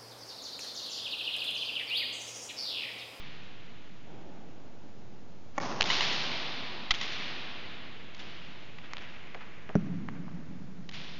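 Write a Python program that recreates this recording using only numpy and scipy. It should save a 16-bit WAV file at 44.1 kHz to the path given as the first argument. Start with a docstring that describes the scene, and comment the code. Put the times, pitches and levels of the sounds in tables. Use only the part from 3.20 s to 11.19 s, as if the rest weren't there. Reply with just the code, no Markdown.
"""A small hard ball is served in a big stone-walled indoor court, heard from low at the front wall.
Air rushes round the racket, the strings pock, and the ball cracks on walls and floor, thuds into a
wooden panel nearby and bounces away. Each blow returns as slap echoes, timed by its place in the
court, and rings for seconds in the hall. Soft steps and a quiet ventilation rumble lie underneath."""
import sys
import numpy as np
from scipy import signal
from scipy.fft import rfft, irfft, next_fast_len
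from scipy.io import wavfile

SR = 44100
rng = np.random.default_rng(int(sys.argv[2]) if len(sys.argv) > 2 else 0)


def log_audio(samples):
    """Write samples as a 16-bit WAV file to the path given in sys.argv[1]."""
    # one column per channel
    frames = np.atleast_2d(samples).T
    # limit to full scale, then quantise
    limited = np.clip(frames, -1, 1)
    pcm = np.round(limited * 32767).astype(np.int16)
    wavfile.write(sys.argv[1], SR, pcm)


N = 352387
TIME = np.arange(N) / SR
FREQ = np.arange(2049) * SR / 4096
# The smack of ball on strings. Each row: frequency in Hz, level in dB.
SMACK_SPECTRUM = [(60, -15), (150, -3), (300, -4.5), (600, 0.5), (1100, 4), (1520, -3.5), (2500, -7.5),
                  (4000, -11.5), (6400, -10.5), (7500, -22)]
# The wooden panel's modes, lowest first. Each row: frequency in Hz, level in dB, t60 in seconds.
PANEL_MODES = [(173.2, -2, 0.165), (205.06, -1, 0.1054), (279.8, -3.5, 0.0573), (407, -2.5, 0.047),
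               (530.5, -2, 0.0237), (1004, -15, 0.012), (1420, -5.5, 0.0115), (5825, -11.5, 0.0099)]


def rally(field):
    """The ball's blows, each with its slap echoes and the long ring of the hall."""
    # A bounce still dying away as we come in: seconds before the start, centre in Hz, hall level in dB.
    before_s, tail_hz, tail_db = (.35, 3200, -47)
    out = np.zeros(N)
    for s, surface, place, db, sideways, end_db, direct, send, hall_db, build_s in blows():
        for sound in echoes(direct, send, place, surface, sideways, end_db):
            add(out, s, undb(db) * sound)
        add(out, s, undb(hall_db) * reverberate(send, field, build_s))
    add(out, -before_s, undb(tail_db) * reverberate(ball_click(tail_hz), field, build_s=0.036))
    return out


def blows():
    """Every hit on stone, strings or wood, with a direct sound and a send to the hall."""
    # Ball on stone. 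Each row: start in seconds, surface, x, y, z in metres, peak in dB, click centre
    # in Hz, send centre in Hz, sideways share 0-1, gain per end-wall reflection in dB, hall level
    # in dB, hall build-up in seconds.
    bounces = [ (2.6096, "end", 5.5, 0, 4, -5.5, 3520, 3980, 0.35, 0, -32, 0.0656),
               (3.7075, "end", 8.0, 18.5, 1.0, -9.5, 3604, 3377, 0.17, -2.5, -39.5, 0.095),
               (4.9475, "floor", 2.5, 10, 0, -34.5, 4000, 3087, .1, -3, -50, 0.037),
               (5.5857, "floor", 1.1, 5.5, 0, -33, 2610, 2555, 0.18, -3, -55, 0.036),
               (5.7348, "side", 0, 4.5, 0.89, -20, 2965, 2560, 0.55, -5.5, -51.5, .033),
               (6.1467, "floor", 1.1, 2.5, 0, -28, 2210, 2078, 0.1, -3.5, -58, 0.042),
               (6.4924, "floor", 1.38, 0.8, 0.5, -27.5, 1600, 1493, .4, -4, -63.5, .059),
               (6.8871, "floor", 2, 1.33, 0, -24.5, 1617, 1895, 0.21, -4, -64, .043),
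               (7.0809, "floor", 2.5, 2.28, -0.5, -36.5, 1404, 1409, .5, -5.5, -75, .04),
               (7.6914, "floor", 1.9, 9.5, 0, -28.5, 3600, 3444, 0.19, -3, -47.5, 0.026)]
    # The serve and the thud on the panel: one such row each, without the two centres.
    serve = (2.3802, "end", 2.5, 9.1, 1.193, -16, 0.56, -7, -37.5, 0.005)
    thud = (6.5538, "end", 1.7, 0, .06, -14, .4, -2, -38, 0.0062)
    hits = [(s, surface, (x, y, z), db, sideways, end_db, ball_click(hz), ball_click(send_hz), *hall)
            for s, surface, x, y, z, db, hz, send_hz, sideways, end_db, *hall in bounces]
    for row, direct, send in (serve, racket(), pulse(SMACK_SPECTRUM)), (thud, panel(), panel_boom()):
        s, surface, x, y, z, db, sideways, end_db, *hall = row
        hits.append((s, surface, (x, y, z), db, sideways, end_db, direct, send, *hall))
    return hits


def ball_click(hz, rise=0.899, fall=3.433):
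    """A small stiff ball radiates little bass, and its contact time cuts the treble."""
    ratio = FREQ / hz
    return impulse(ratio ** rise / np.sqrt(1 + ratio ** (2 * (rise + fall))))


def racket(strings_db=-7):
    """A broad smack with the strings' pock in it."""
    # The strings' brief ring. Each row: frequency in Hz, level in dB, t60 in seconds.
    string_modes = [(304.6, -6.5, 0.0238), (581, 0, 0.0234), (797, -1.5, 0.0217), (1050, -4, 0.0153),
                    (1340, -6, 0.0156), (1810, -1, 0.0174), (2198, -6.5, 0.0227), (3344, -13, 0.0089),
                    (4480, -7, 0.0157)]
    pock = undb(strings_db) * ring(string_modes, contact_s=0.0009)
    smack = pulse(SMACK_SPECTRUM)
    return pock + np.pad(smack, (0, len(pock) - len(smack)))


def panel(leak_hz=55):
    """The struck panel rings; air leaks round its edges and cancels the deepest bass."""
    low_cut = signal.butter(2, leak_hz, "high", fs=SR, output="sos")
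    return signal.sosfilt(low_cut, ring(PANEL_MODES, contact_s=0.00079))


def panel_boom(ring_db=-17):
    """The panel's broad thump, with its lowest mode sounding on into the hall."""
    # The thump's colour. Each row: frequency in Hz, level in dB.
    thump_spectrum = [(50, -13.5), (120, -4), (170, 2.5), (210, -3), (280, -5), (380, -15.5), (600, -21),
                      (1200, -30.5), (3000, -47), (7000, -53)]
    thump = pulse(thump_spectrum)
    hum = undb(ring_db) * ring(PANEL_MODES[:1], contact_s=0.00086)
    return hum + np.pad(thump, (0, len(hum) - len(thump)))


def knocks():
    """Dull knocks under the bounces close beside the wall."""
    # Each row: start in seconds, rms level in dB, length in seconds, centre in Hz.
    close_bounces = [(6.148, -45, 0.0168, 648), (6.495, -43, 0.0134, 650)]
    out = np.zeros(N)
    for s, db, length_s, hz in close_bounces:
        noise = scattered(np.zeros(1), np.ones(1), length_s)
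        burst = signal.fftconvolve(noise, ball_click(hz, rise=1.07, fall=3))
        add(out, s, undb(db) * burst / np.std(burst[:int(length_s * SR)]))
    return out


def air_rushes():
    """Air swells round the swung racket, then round the incoming ball, and stops at each impact."""
    # Each row: end in seconds, length in seconds, final rms level in dB, centre in Hz.
    swells = [(2.378, 0.041, -52, 1500), (2.611, 0.014, -28, 600)]
    out = np.zeros(N)
    for end_s, length_s, db, hz in swells:
        air = steady_noise(ball_click(hz, rise=0.55, fall=1.5))
        swell = np.clip(1 + (TIME - end_s) / length_s, 0, 1) * (TIME < end_s)
        out += undb(db) * air * swell
    return out


def echoes(direct, send, place, surface, sideways, end_db):
    """A blow with sharp and blurred echoes: stone mirrors it; uneven walls, roof and gallery scatter."""
    side_db, floor_db, roof_db = -1.33, -2.5, -14  # per reflection
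    wall_scatter_db, gallery_scatter_db, roof_scatter_db = -11.5, -7, -3.5
    sharp_for_s, gallery_after_s = 0.322, 0.042
    lag_s, gain, (across, along, up) = mirror_paths(place, surface, sideways)
    roof_hits = (np.abs(up) + (up > 0)) // 2
    back_hits = (np.abs(along) + (along > 0)) // 2
    gain = gain * undb(side_db * np.abs(across) + floor_db * (np.abs(up) - roof_hits))
    kept = undb(end_db * np.abs(along))
    fade = np.exp(-(lag_s / sharp_for_s) ** 4)  # uneven walls give no sharp late echoes
    sharp = signal.fftconvolve(arrivals(lag_s, gain * kept * fade * undb(roof_db * roof_hits)), direct)
    under_roof = gain * (roof_hits == 0)
    walls = scattered(lag_s, under_roof * kept * (np.abs(across) + np.abs(along) > 2))
    # The gallery over the back wall scatters what that wall does not mirror.
    gallery = scattered(lag_s, under_roof * (1 - kept) * (back_hits == 1) * (lag_s > gallery_after_s))
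    roof = scattered(lag_s, gain * kept * (roof_hits == 1))
    scatter = (undb(wall_scatter_db) * walls + undb(gallery_scatter_db) * gallery
               + undb(roof_scatter_db) * roof)
    blurred = signal.fftconvolve(scatter, send)
    first_peak = np.abs(sharp[:SR // 400]).max()
    return sharp / first_peak, blurred / first_peak


def mirror_paths(place, surface, sideways, orders=(9, 7, 3), beam_power=3.1, sound_m_s=343):
    """A blow's images in the court's six faces: lag in seconds, gain, signed reflections per axis."""
    # The court: width, length and height in metres.
    court = (9.22, 18.22, 11.8)
    # The microphone: metres from the left wall, the front wall and the floor.
    mic = (2.35, .18, .155)
    # The axis along which each surface is struck; a blow radiates most along it.
    strike_axis = {"side": 0, "end": 1, "floor": 2}
    grid = np.meshgrid(*[np.arange(-k, k + 1) for k in orders])
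    images = np.stack(grid, axis=-1).reshape(-1, 3)
    ray = images * np.array(court) + np.where(images % 2, np.subtract(court, place), place) - mic
    metres = np.linalg.norm(ray, axis=1)
    aim = sideways + (1 - sideways) * (np.abs(ray[:, strike_axis[surface]]) / metres) ** beam_power
    return (metres - metres.min()) / sound_m_s, aim / metres, images.T


def arrivals(lag_s, sizes):
    """One spike for each path in the first half second."""
    return np.bincount(np.round(lag_s * SR).astype(int), sizes, minlength=SR // 2)[:SR // 2]


def scattered(lag_s, gains, smear_s=0.016):
    """Many small reflections smear each arrival into a short burst."""
    t = TIME[:SR // 4] / smear_s
    burst = t * np.exp(-4 * t)
    power = signal.fftconvolve(arrivals(lag_s, gains ** 2), burst / burst.sum())[:SR // 2]
    return np.sqrt(np.abs(power)) * rng.standard_normal(len(power))


def reverberate(sound, field, build_s, gap_s=.022, grain=.5, blend_s=0.2):
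    """Reflections start after a gap, grainy at first, and thicken into a smooth tail; early rms 1."""
    bands, decays = field
    length = decays.shape[1]
    start = rng.integers(N - length)  # each sound gets its own pattern of reflections
    tail = np.einsum("bt,bt->t", bands[:, start:start + length], decays)
    t = np.maximum(TIME[:length] - gap_s, 0)
    spread = grain * np.exp(-t / blend_s)
    clumps = np.interp(t, np.arange(1000) / 1000, rng.standard_normal(1000))
    tail = tail * (1 - np.exp(-t / build_s)) * np.exp(spread * clumps - spread ** 2)
    wet = signal.oaconvolve(tail, sound)
    return wet / np.std(wet[SR // 20:SR // 3])


def hall_field():
    """Half-octave bands of diffuse sound, each with its own decay."""
    # How long the hall rings. Each row: frequency in Hz, t60 in seconds.
    ring_times = [(80, 5), (200, 5.5), (700, 5), (1500, 4.5), (2700, 4), (4200, 3), (6000, 1.86),
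                  (7500, 0.23)]
    # The hall's colour. Each row: frequency in Hz, level in dB.
    hall_spectrum = [(50, 2), (170, 9), (280, 10), (450, 3), (800, 1.5), (1500, -2), (3000, -0.5),
                     (4500, 1), (5600, 1.5), (7000, -1)]
    centres = 45 * 2 ** (np.arange(16) / 2)
    size = next_fast_len(N)
    hz = np.maximum(np.arange(size // 2 + 1) * SR / size, centres[0])
    noise = rfft(rng.standard_normal(size)) * undb(lookup(hall_spectrum, hz))
    windows = (np.maximum(1 - 2 * np.abs(np.log2(hz / centre)), 0) for centre in centres)
    bands = np.array([irfft(noise * window, size)[:N] for window in windows])
    decays = np.exp(-np.log(1000) * TIME[:5 * SR] / lookup(ring_times, centres)[:, None])
    return bands, decays


def footsteps(field):
    """Soft, dull footfalls, heard only through the hall's reverberation."""
    # Each row: start in seconds, hall level in dB, build-up in seconds.
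    steps = [(.835, -52, 0.024), (1.58, -66, 0.035), (1.86, -65.5, .03), (3.86, -56, .05),
             (4.97, -61, 0.022)]
    # Shoe on stone. Each row: frequency in Hz, level in dB.
    shoe_spectrum = [(60, -18), (160, -3), (240, -1.5), (350, 0.5), (680, 0.5), (860, 2.5), (1020, -10),
                     (1500, -7), (1900, -22), (7000, -42)]
    out = np.zeros(N)
    for s, db, build_s in steps:
        add(out, s, undb(db) * reverberate(pulse(shoe_spectrum), field, build_s))
    return out


def ventilation(rms_db=-53):
    """The quiet, steady rumble of moving air."""
    # Each row: frequency in Hz, relative level in dB.
    rumble_spectrum = [(20, -11), (45, -8.5), (80, -1), (130, 1), (175, 2), (260, -2.5), (500, -9),
                       (1000, -16.5), (2000, -21.5), (4000, -25), (7000, -30.5)]
    return undb(rms_db) * steady_noise(pulse(rumble_spectrum))


def ring(modes, contact_s):
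    """Damped modes pushed together during a short contact; peak 1."""
    t = TIME[:SR // 4]
    sound = sum(undb(db - 60 * t / t60) * np.cos(2 * np.pi * hz * t) for hz, db, t60 in modes)
    sound *= 1 - np.exp(-t / contact_s)
    return sound / np.abs(sound).max()


def steady_noise(colour):
    """Noise with the spectrum of the given pulse; rms 1."""
    noise = signal.oaconvolve(rng.standard_normal(N), colour)[:N]
    return noise / np.sqrt(np.mean(noise ** 2))


def pulse(spectrum):
    """A single pulse coloured by (Hz, dB) points."""
    return impulse(undb(lookup(spectrum, FREQ)))


def impulse(gain):
    """Shortest causal pulse with this gain over FREQ; peak 1."""
    cepstrum = irfft(np.log(gain + 1e-5))
    cepstrum[1:len(gain) - 1] *= 2
    cepstrum[len(gain):] = 0
    click = irfft(np.exp(rfft(cepstrum)))
    return click / np.abs(click).max()


def lookup(table, hz):
    """Read (Hz, value) points on a log-frequency axis."""
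    points, values = np.transpose(table)
    return np.interp(np.log(np.maximum(hz, 1)), np.log(points), values)


def undb(db):
    """Decibels to gain."""
    return 10 ** (np.asarray(db) / 20)


def add(out, s, sound):
    """Mix a sound in at time s, which may lie before the start."""
    start = int(round(s * SR))
    part = sound[max(-start, 0):][:N - max(start, 0)]
    out[max(start, 0):max(start, 0) + len(part)] += part


def scene():
    """Ball, player and ventilation in one hall; one microphone feeds both channels."""
    field = hall_field()
    mono = rally(field) + air_rushes() + knocks() + footsteps(field) + ventilation()
    return np.array([mono, mono])


def record(dry, offset=0.01677, lopsided_db=31, sag_hz=15, top_hz=7050):
    """The input stage sits off centre and loud cracks push it slightly further; a steep treble cut."""
    slew = np.diff(dry, prepend=0)
    push = signal.sosfilt(signal.butter(1, sag_hz, fs=SR, output="sos"), slew ** 2)
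    high_cut = signal.ellip(8, .3, 70, top_hz, fs=SR, output="sos")
    return offset + signal.sosfilt(high_cut, dry + undb(lopsided_db) * push)


dry = scene()
out = record(dry)
log_audio(out)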